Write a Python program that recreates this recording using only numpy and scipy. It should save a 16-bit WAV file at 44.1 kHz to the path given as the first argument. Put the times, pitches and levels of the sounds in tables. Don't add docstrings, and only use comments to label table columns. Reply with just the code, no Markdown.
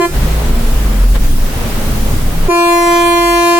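import sys
import numpy as np
from scipy import signal
from scipy.fft import rfft, irfft, next_fast_len
from scipy.io import wavfile
from scipy.ndimage import uniform_filter1d, minimum_filter1d, map_coordinates

SR = 44100
rng = np.random.default_rng(int(sys.argv[2]) if len(sys.argv) > 2 else 0)


def inscribe(sig):
    pcm = np.round(np.clip(np.atleast_2d(sig).T, -1, 1) * 32767)
    wavfile.write(sys.argv[1], SR, pcm.astype(np.int16))


def makeup_ratio(level_db):
    decades = np.asarray(level_db, float) / 20
    return 10 ** decades


N = 158319
TIME = np.arange(N) / SR
HORN_HZ, HORN_DB = 343.85, 5
SIDE = np.array([[.5], [-.5]])


# start in seconds, length in seconds, start-up ring in dB.
BLASTS = [
    (-.013, .068, 4.5),
    (2.482, 2.0, 0),
]


def horn():
    out = np.zeros((2, N))
    for start_s, length_s, ring_db in BLASTS:
        first = max(round(start_s * SR), 0)
        last = min(round((start_s + length_s + .3) * SR), N)
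        times = TIME[first:last]
        since = times - start_s
        out[:, first:last] += direct_sound(since, length_s)
        out[:, first:last] += bell_ring(since, ring_db)
        out[:, first:last] += roadside_echoes(times, since, length_s)
    return makeup_ratio(HORN_DB) * out


def pressure(since, length_s, attack_s, release_s):
    build = 1 - np.exp(-np.clip(since, 0, None) / attack_s)
    bleed = np.exp(-np.clip(since - length_s, 0, None) / release_s)
    return build * bleed


# multiple of the horn's pitch, level in dB, left-right difference in dB, left lead in radians.
DIRECT = [(1, -1, -3, -0.0), (2, -3.5, 0, -1.3), (3, -2.5, 2.5, 0.5), (4, -12.5, 2, -3), (5, -11, 6, -2.0),
          (6, -17, -3, 0.75), (7, -10.5, 0.5, -1.2), (8, -20, -7.5, 3.5), (9, -22, -10, -1.7),
          (10, -26, -10, 0.9), (11, -27, -4.5, 3.0), (12, -24, 8, 4.5), (13, -22, 1, -2)]


def direct_sound(since, length_s):
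    out = np.zeros((2, len(since)))
    air = pressure(since, length_s, attack_s=.012, release_s=.018)
    turn = 2 * np.pi * HORN_HZ * since
    spread_s = .0006
    for multiple, db, pan_db, lead in DIRECT:
        k = round(multiple)
        late = 2 * np.pi * HORN_HZ * spread_s * k * (k - 1) / 10
        swell = air ** (1 + .6 * min(k - 1, 4))
        out -= makeup_ratio(db + pan_db * SIDE) * swell * np.cos(k * turn - late + lead * SIDE)
    return out


def bell_ring(since, ring_db):
    ring_hz, ring_t60_s, rise_s = 376, .25, .004
    _, db, pan_db, _ = DIRECT[0]
    fade = makeup_ratio(ring_db - 60 * since / ring_t60_s) * (1 - np.exp(-since / rise_s))
    return makeup_ratio(db + pan_db * SIDE) * fade * np.cos(2 * np.pi * ring_hz * since)


# frequency in Hz, level of one overtone in dB.
ECHOES = [(340, -28), (1000, -22), (2000, -20.5), (3500, -28), (6000, -29), (10000, -29), (15500, -35)]


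def roadside_echoes(times, since, length_s):
    out = np.zeros((2, len(since)))
    far = pressure(since, length_s, attack_s=.03, release_s=.03)
    turn = 2 * np.pi * HORN_HZ * since
    for k in range(1, 46):
        fades_per_s = 2.5 + .35 * k
        fades = np.array([wobble(fades_per_s, times) for _ in range(4)])
        tone = fades[:2] * np.cos(k * turn) + fades[2:] * np.sin(k * turn)
        out += makeup_ratio(along(ECHOES, k * HORN_HZ)) * far * tone
    return out


# middle in seconds, length in seconds, cab mode in Hz, level in dB.
BOOMS = [(.22, .4, 20, -15), (.38, .75, 55, -14), (.62, .5, 24, -10), (.78, .25, 50, -14.5),
         (1.07, .55, 43, -6.5), (1.33, .45, 20, -8.5), (1.85, .4, 21, -15.5), (2.05, .4, 55, -17.5),
         (2.15, .45, 20, -9.5), (2.43, .3, 19, -10), (2.9, .5, 21, -13.5), (3.3, .4, 43, -13.5)]


def cab_booms():
    return swells(BOOMS, unsteady=.5)


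# middle in seconds, length in seconds, pitch in Hz, level in dB.
DRONES = [
    (.3, .5, 155, -23.5),
    (.62, .5, 232, -27.5),
    (.92, .3, 212, -25.5),
    (1.9, .6, 213, -28.5),
    (2.38, .3, 164, -25.5),
]


def engine_drone():
    return swells(DRONES, unsteady=.8)


def swells(rows, unsteady):
    out = np.zeros(N)
    for middle_s, length_s, hz, db in rows:
        shape = np.cos(np.pi * np.clip((TIME - middle_s) / length_s, -.5, .5))
        level = makeup_ratio(db + 2 * unsteady * wobble(12)) * np.sqrt(2)
        out += level * shape * np.sin(2 * np.pi * hz * TIME + unsteady * wobble(6))
    return out


# time in seconds, roar level in dB.
ROAD = [(0.2, -24.5), (0.22, -23), (1.02, -26), (1.13, -32.5), (1.16, -19.5), (1.2, -31.5), (1.26, -25),
        (1.28, -30), (1.67, -23), (2.0, -24.5), (2.02, -27.5), (2.04, -26), (2.42, -25.5), (2.45, -24.5)]
# frequency in Hz, level in dB.
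ROAR = [(150, -46), (280, -4.5), (420, 0.5), (700, -4.5), (1500, -9), (3400, -15.5), (9000, -30),
        (16000, -45)]


def road_roar():
    seconds, db = np.transpose(ROAD)
    level_db = np.interp(TIME, seconds, db) + .8 * wobble(9)
    return makeup_ratio(level_db) * rush(ROAR, patchy_db=0.82)


# frequency in Hz, level in dB.
RUMBLE = [(8, -22), (18, -2), (50, -5), (90, -12.5), (150, -11), (190, -18), (240, -14), (500, -39)]


def cab_rumble():
    return makeup_ratio(-16.5 + 1.5 * wobble(4)) * rush(RUMBLE, patchy_db=1.17)


# frequency in Hz, likeness (1 the same, 0 unrelated).
ALIKE = [(60, 0.99), (180, 0.92), (550, 0.59), (1650, -0.02), (4970, -0.02), (15000, 0.01)]


def rush(spectrum, patchy_db):
    grains = signal.stft(rng.standard_normal((2, N + 512)), nperseg=512)[2]
    field = rng.standard_normal(grains.shape[1:])
    field = uniform_filter1d(field, size=8, axis=0)
    field = uniform_filter1d(field, size=10, axis=1)
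    pair = signal.istft(grains * makeup_ratio(patchy_db * unit(field)), nperseg=512)[1]
    size = next_fast_len(N + 8192)
    hz = np.fft.rfftfreq(size, 1 / SR)
    angle = np.arccos(np.clip(along(ALIKE, hz), -1, 1)) / 2
    shares = [np.cos(angle), np.sin(angle)]
    mid, side = irfft(rfft(pair, size) * makeup_ratio(along(spectrum, hz)) * shares, size)[:, :N]
    return unit(np.array([mid + side, mid - side]))


def unit(x):
    return x / np.sqrt(np.mean(np.abs(x) ** 2) + 1e-20)


def along(points, hz):
    f, v = np.transpose(points)
    return np.interp(np.log(hz + 1), np.log(f + 1), v)


def wobble(rate, times=TIME):
    knots = rng.standard_normal(400)
    return map_coordinates(knots, [times[::32] * rate]).repeat(32)[:len(times)]


def scene():
    return horn() + cab_booms() + engine_drone() + road_roar() + cab_rumble()


def top_cut(x):
    return signal.sosfilt(signal.butter(12, 17000, fs=SR, output="sos"), x)


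def record(dry):
    ceiling_db, recover_db_per_s = -1, 159
    hold, grip = max(round(.02 * SR), 3), max(round(.008 * SR), 3)
    peak_db = 20 * np.log10(np.abs(dry).max(0) + 1e-9)
    need_db = np.minimum(ceiling_db - peak_db, 0)
    held_db = minimum_filter1d(np.pad(need_db, (hold, 0), "edge"), hold, mode="nearest")
    held_db = held_db[hold // 2 + grip // 2:][:N]
    climb = recover_db_per_s * TIME
    gain_db = np.minimum.accumulate(held_db - climb) + climb
    gain_db = uniform_filter1d(gain_db, grip, mode="nearest")
    return top_cut(dry * makeup_ratio(gain_db))


dry = scene()
out = record(dry)
inscribe(out)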